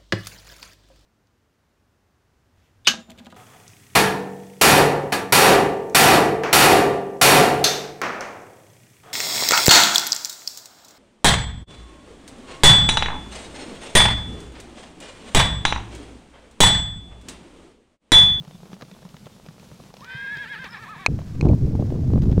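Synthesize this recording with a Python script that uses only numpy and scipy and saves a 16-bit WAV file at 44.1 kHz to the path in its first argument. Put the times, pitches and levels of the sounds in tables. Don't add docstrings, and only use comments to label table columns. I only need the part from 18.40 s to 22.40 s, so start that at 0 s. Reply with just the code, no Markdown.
import sys
import numpy as np
from scipy import signal
from scipy.fft import rfft, irfft
from scipy.io import wavfile
from scipy.ndimage import uniform_filter1d, minimum_filter1d

SR = 44100
rng = np.random.default_rng(int(sys.argv[2]) if len(sys.argv) > 2 else 0)


def digitize_waveform(pressure):
    field = np.atleast_2d(pressure).T
    bounded = np.clip(field, -1, 1)
    quanta = np.round(bounded * 32767).astype(np.int16)
    wavfile.write(sys.argv[1], SR, quanta)


N = 176400
T = np.arange(N) / SR
CALM_END_S, WIND_START_S = 2.6745, 2.6825

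# time_s, pitch_hz
WHISTLE_PITCH = [(1.61, 960), (1.665, 1500), (1.70, 1543), (1.76, 1566), (1.80, 1623), (1.89, 1620),
                 (1.935, 1709), (2.02, 1671), (2.12, 1675), (2.22, 1591), (2.32, 1432), (2.42, 1364),
                 (2.52, 1302), (2.615, 1125), (2.68, 1083)]
# time_s, pitch_hz
BUZZ_PITCH = [(1.61, 450.4), (1.675, 484.5), (1.70, 465.3), (1.76, 485.7), (1.82, 466.8), (1.85, 534),
              (1.88, 464.1), (1.96, 462.2), (2.0, 515.2), (2.035, 479.6), (2.10, 514.8), (2.135, 469.1),
              (2.21, 512.8), (2.32, 475), (2.42, 462), (2.52, 434.2), (2.68, 361)]
# centre_s, whistle_pitch_drop_fraction
SHAKES = [(1.972, 0.062), (2.066, .19), (2.167, .21), (2.274, .31), (2.374, .27), (2.468, .29),
          (2.565, .26), (2.662, 0.14)]
# time_s, level_db
WHINNY_LEVEL = [(1.58, -48), (1.596, -63), (1.62, -44.5), (1.66, -48), (1.698, -37.5), (1.948, -30.5),
                (1.97, -36.5), (2.02, -30.5), (2.052, -38.5), (2.086, -40.5), (2.122, -31.5), (2.178, -39),
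                (2.256, -36.5), (2.31, -51.5), (2.344, -35.5), (2.414, -47), (2.438, -37.5), (2.45, -43.5),
                (2.52, -38), (2.578, -44.5), (2.596, -41.5), (2.65, -43)]
# whistle_multiple, buzz_multiple, level_db
PARTIALS = [(1, 0, -4.5), (1, 1, -11), (1, 2, -15), (1, -1, -32), (2, 0, -8), (2, 1, -15.5), (2, 2, -19),
            (3, 0, -14), (3, 1, -9)]
# time_s, buzz_gain_db, rasp_gain_db, overtone_gain_db
VOICE_BALANCE = [(1.6, -29, -15, -26), (1.72, -22.5, -13, -2.5), (1.9, -20.5, -18, -2.5),
                 (2.1, -20, -16, 2), (2.23, -20, -16, -1), (2.34, -15, -6, -18), (2.43, -19, -16, -5),
                 (2.52, -25, -21, -15.5), (2.65, -10, -14, -1)]
# frequency_hz, gain_db
FORMANTS = [(250, -47), (480, -17.5), (950, -5.5), (1130, -4), (1300, -3.5), (1450, -11), (1720, 9.5),
            (2000, -5.5), (2450, -0.5), (2850, -13), (3300, -8), (3800, -7.5), (4500, -16), (6000, -28),
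            (9000, -56)]

# start_s, level_db
CLICKS = [(2.6625, 1), (3.0107, -17.5), (3.087, -32.5), (3.11, -51)]
# frequency_hz, level_db, t60_s
CLICK_MODES = [(960, -1, 0.0054), (2233, -7, .014), (2510, -4, 0.018), (4170, -8, 0.01), (5100, -16, 0.0049),
               (6420, -8, 0.0031), (7270, -16.5, 0.0023), (10000, -25.5, 0.0067)]

# time_s, rumble_db, flutter_db
GUST_LEVELS = [(2.685, -23, -37), (2.727, -20.5, -50.5), (2.853, -35.5, -66), (2.985, -26, -51),
               (3.063, -14, -20.5), (3.127, -10.5, -32), (3.191, -25, -49), (3.241, -14, -34.5),
               (3.293, -21.5, -43), (3.421, -21.5, -33.5), (3.457, -21, -46.5), (3.545, -24.5, -35),
               (3.593, -22, -46), (3.783, -13.5, -38.5), (3.793, -17, -46.5), (3.917, -14, -34.5),
               (3.953, -19.5, -53), (3.97, -16, -36.5)]
# frequency_hz, gain_db
RUMBLE_SPECTRUM = [(15, -4), (30, -13), (65, -2.5), (130, 0), (200, -8.5), (300, -16), (450, -29),
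                   (800, -57.5), (2000, -85)]
# frequency_hz, gain_db
FLUTTER_SPECTRUM = [(120, -22.5), (300, 5), (450, 1.5), (700, -10.5), (1100, -25), (1700, -47),
                    (3000, -42.5), (8000, -65.5)]
# start_s, level_db
EDDIES = [(2.787, -36), (3.027, -11.5), (3.055, -5), (3.066, -10), (3.113, -16.5), (3.133, -12.5),
          (3.265, -27), (3.352, -11.5), (3.398, -12.5), (3.424, -21), (3.522, -16.5), (3.542, -19.5),
          (3.561, -17.5), (3.704, -18), (3.735, -7), (3.757, -10.5), (3.777, -11.5), (3.856, -14.5),
          (3.979, -6)]
# frequency_hz, gain_db
GRASS_SPECTRUM = [(600, 10.5), (1500, 3.5), (3000, -2.5), (5500, -1), (7000, -5.5), (9000, -11.5),
                  (15500, -16)]

# start_s, knock_db, crisp_db
TICKS = [(.049, -39, -44), (0.078, -41, -47), (0.11, -40.5, -47), (.232, -36, -58), (0.255, -38.5, -57),
         (0.318, -38, -52), (.331, -33.5, -43.5), (.341, -48, -42), (.411, -30, -39), (.421, -26, -36.5),
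         (.426, -33.5, -48), (0.45, -43, -50), (.514, -38.5, -42.5), (.628, -38, -63), (0.651, -35, -46),
         (.69, -61, -43), (0.743, -37.5, -47), (.767, -36.5, -40), (.858, -56, -45), (.867, -30, -48),
         (.873, -38.5, -58), (.998, -41, -56), (1.021, -63, -64), (1.063, -33.5, -45), (1.086, -34, -41),
         (1.158, -50, -65), (1.197, -49, -44.5), (1.231, -40, -61), (1.279, -52, -65), (1.315, -35, -64),
         (1.357, -50, -53), (1.4, -34, -65), (1.437, -40, -50), (1.54, -35, -40), (1.568, -41, -40),
         (1.607, -40, -41), (1.645, -38, -36), (1.97, -33, -34.5), (2.243, -34, -34.5), (2.789, -29, -63),
         (2.816, -34, -54), (3.503, -28.5, -51), (3.82, -43, -41), (3.835, -33, -47), (3.915, -35.5, -38),
         (3.927, -31.5, -48)]
# frequency_hz, gain_db
KNOCK_SPECTRUM = [(80, -15.5), (250, 7), (600, 8), (1100, 3), (2000, -9), (4000, -15), (8000, -56),
                  (16000, -47)]
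# frequency_hz, gain_db
CRISP_SPECTRUM = [(500, -40), (1800, 4.5), (3600, 5.5), (6500, -2), (9000, -33), (16000, -10)]
# start_s, level_db
THUDS = [(.001, -29), (0.076, -37), (.146, -36.5), (0.229, -40), (0.328, -34), (0.425, -37), (.448, -50),
         (0.514, -47), (.651, -35.5), (0.739, -39.5), (0.857, -38), (1.085, -35.5), (1.198, -41.5),
         (1.319, -36.5), (1.398, -42.5), (1.747, -32), (1.968, -38), (2.197, -39.5), (2.417, -38),
         (2.561, -42)]

# start_s, length_s, start_hz, middle_hz, end_hz, level_db
BIRD_NOTES = [(.10, .08, 3700, 3550, 3550, -58), (.50, .06, 3600, 3450, 3500, -60),
              (.90, .08, 3650, 3600, 3550, -61), (1.56, .07, 5500, 5380, 5300, -60),
              (2.28, .075, 5450, 5150, 5150, -50), (2.35, .04, 4900, 5250, 5650, -54)]
# frequency_hz, gain_db
AIR_SPECTRUM = [(15, -31), (25, -7.5), (91, -7), (140, -1), (173, 1.5), (209, 1), (297, -13), (445, -12.5),
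                (684, -19), (1080, -20.5), (1800, -25.5), (3630, -23.5), (6050, -26), (15500, -38)]


def whinny():
    shake_width_s, surge_lead_s = .021, .025
    sag = sum(drop * np.exp(-((T - s) / shake_width_s) ** 2) for s, drop in SHAKES)
    surge_db = 5 * sum(np.exp(-((T - s + surge_lead_s) / shake_width_s) ** 2) for s, _ in SHAKES)
    whistle_hz = curve(WHISTLE_PITCH)[0] * (1 - sag) * (1 + .008 * wobble(117))
    buzz_hz = curve(BUZZ_PITCH)[0] * (1 - .75 * sag) * (1 + .016 * wobble(133))
    high, low = phase(whistle_hz), phase(buzz_hz)
    buzz_db, rasp_db, overtone_db = curve(VOICE_BALANCE)
    tones = [amp(db + 2 * wobble(57)) * np.cos(m * high + k * low) for m, k, db in PARTIALS]
    whistle = (tones[0] + amp(overtone_db) * sum(tones[1:])) * amp(-29 * sag)
    buzz = amp(buzz_db + 8) * sum(np.cos(k * low) / k ** .7 for k in range(1, 14))
    rasp = amp(rasp_db) * (1 + .93 * np.cos(low)) * rng.standard_normal(N)
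    voice = colour(whistle + amp(surge_db) * (buzz + rasp), FORMANTS)
    onset = np.clip((T - WHINNY_LEVEL[0][0]) / .018, 0, 1)
    return steady(voice, size=600) * onset * amp(curve(WHINNY_LEVEL)[0])


def ringing_clicks(rise_s=.00062, snap_decay_s=.0023):
    out, t = np.zeros(N), T[:2000]
    ring = sum((-1) ** k * amp(db - 60 * t / t60) * np.cos(2 * np.pi * hz * t)
               for k, (hz, db, t60) in enumerate(CLICK_MODES))
    for start_s, db in CLICKS:
        hiss = noise([(500, -8), (7000, -2), (12000, -24)])[:len(t)]
        snap = amp(-22) * np.exp(-t / snap_decay_s) * hiss
        add(out, start_s, amp(db) * np.minimum(t / rise_s, 1) * (ring + snap))
    return out


def gusts():
    rumble_db, flutter_db = curve(GUST_LEVELS)
    rumble = amp(rumble_db - .5) * steady(noise(RUMBLE_SPECTRUM), size=1800)
    lumps = noise(FLUTTER_SPECTRUM) * amp(8 * wobble(112))
    return rumble + amp(flutter_db + 3) * steady(lumps, size=1500)


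def buffets(decay_s=.00093):
    out, t = np.zeros(N), T[:1200]
    u = t / decay_s
    for start_s, db in EDDIES:
        tear = unit(colour(rng.standard_normal(len(t)), FLUTTER_SPECTRUM)[:len(t)])
        add(out, start_s, amp(db + 2) * u * np.exp(-u) * (u * (3 - u) + .41 * np.e * tear))
    return out


def ticks_and_thuds(tick_decay_s=.0027, thud_rise_s=.0055, grit_per_s=120):
    knocks, tops, thuds = np.zeros((3, N))
    t = T[:3000]
    for start_s, knock_db, crisp_db in TICKS:
        knock, top = np.exp(-t / tick_decay_s) * rng.standard_normal((2, len(t)))
        add(knocks, start_s, amp(knock_db + 4.5) * knock)
        add(tops, start_s, amp(crisp_db) * top)
    thud_envelope = t / thud_rise_s * np.exp(1 - t / thud_rise_s)
    for start_s, db in THUDS:
        pitch_hz = 151.3 * rng.uniform(.84, 1.233)
        add(thuds, start_s, amp(db + 1.5) * thud_envelope * np.sin(2 * np.pi * pitch_hz * t))
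    grains = (rng.random(N) < grit_per_s / SR) * rng.standard_normal(N) * (T < CALM_END_S)
    grit = amp(-62) * unit(colour(grains, KNOCK_SPECTRUM))
    return colour(knocks, KNOCK_SPECTRUM) + colour(tops, CRISP_SPECTRUM) + thuds + grit


def birds():
    out = np.zeros(N)
    for start_s, length_s, start_hz, middle_hz, end_hz, db in BIRD_NOTES:
        u = np.linspace(0, 1, int(length_s * SR))
        glide_hz = np.polyval(np.polyfit([0, .5, 1], [start_hz, middle_hz, end_hz], 2), u)
        pitch_hz = glide_hz * (1 + .011 * wobble(300)[:len(u)])
        envelope = np.sin(np.pi * u) * wobble(105)[:len(u)]
        add(out, start_s, amp(db) * envelope * np.sin(phase(pitch_hz)))
    return out


def slope_echoes(x, level_db=-13, t60_s=.6, echoes_per_s=2000):
    t = T[:SR]
    taps = rng.standard_normal(SR) * (rng.random(SR) < echoes_per_s / SR)
    taps *= (t > .012) * amp(-60 * t / t60_s)
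    return amp(level_db) * signal.fftconvolve(x, taps / np.linalg.norm(taps))[:N]


def grass():
    return amp(-52 + 1.2 * wobble(53)) * noise(GRASS_SPECTRUM)


def still_air():
    return amp(-49.5 + 1.18 * wobble(23)) * noise(AIR_SPECTRUM)


def amp(db):
    return 10 ** (np.asarray(db) / 20)


def unit(x):
    return x / np.sqrt(np.mean(x ** 2) + 1e-20)


def phase(hz):
    return 2 * np.pi * np.cumsum(hz) / SR


def curve(rows):
    time_s, *columns = np.transpose(rows)
    return [np.interp(T, time_s, column) for column in columns]


def gain_at(spectrum, hz):
    knots_hz, db = np.transpose(spectrum)
    return amp(np.interp(np.log(hz + 1), np.log(knots_hz), db))


def colour(x, spectrum):
    log_gain = np.log(gain_at(spectrum, abs(np.fft.fftfreq(8192, 1 / SR))))
    taps = np.fft.ifft(np.exp(np.conj(signal.hilbert(log_gain)))).real[:4096]
    return signal.oaconvolve(x, taps)[:N]


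def noise(spectrum):
    return unit(irfft(rfft(rng.standard_normal(N)) * gain_at(spectrum, np.fft.rfftfreq(N, 1 / SR)), N))


def wobble(rate_hz):
    low_pass = np.exp(-(np.fft.rfftfreq(N, 1 / SR) / rate_hz) ** 2)
    return unit(irfft(rfft(rng.standard_normal(N)) * low_pass, N))


def steady(x, size):
    return x / np.sqrt(abs(uniform_filter1d(uniform_filter1d(x ** 2, size), size)) + 1e-12)


def add(mix, start_s, sound):
    part = mix[max(round(start_s * SR), 0):][:len(sound)]
    part += sound[:len(part)]


def scene():
    calls = whinny() + birds()
    calm = (calls + slope_echoes(calls) + still_air()) * (T < CALM_END_S)
    ticks = ticks_and_thuds()
    wind = (gusts() + buffets() + grass()) * np.clip((T - WIND_START_S) / .0016, 0, 1)
    return (calm + ticks + wind + ringing_clicks())[None]


def record(dry):
    gain = uniform_filter1d(minimum_filter1d(1 / np.maximum(abs(dry), 1), 201), 201)
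    low_pass = signal.firwin(511, cutoff=15900, window=("kaiser", 9), fs=SR)
    return signal.oaconvolve(dry * gain, low_pass[None], "same")


dry = scene()
out = record(dry)
digitize_waveform(out)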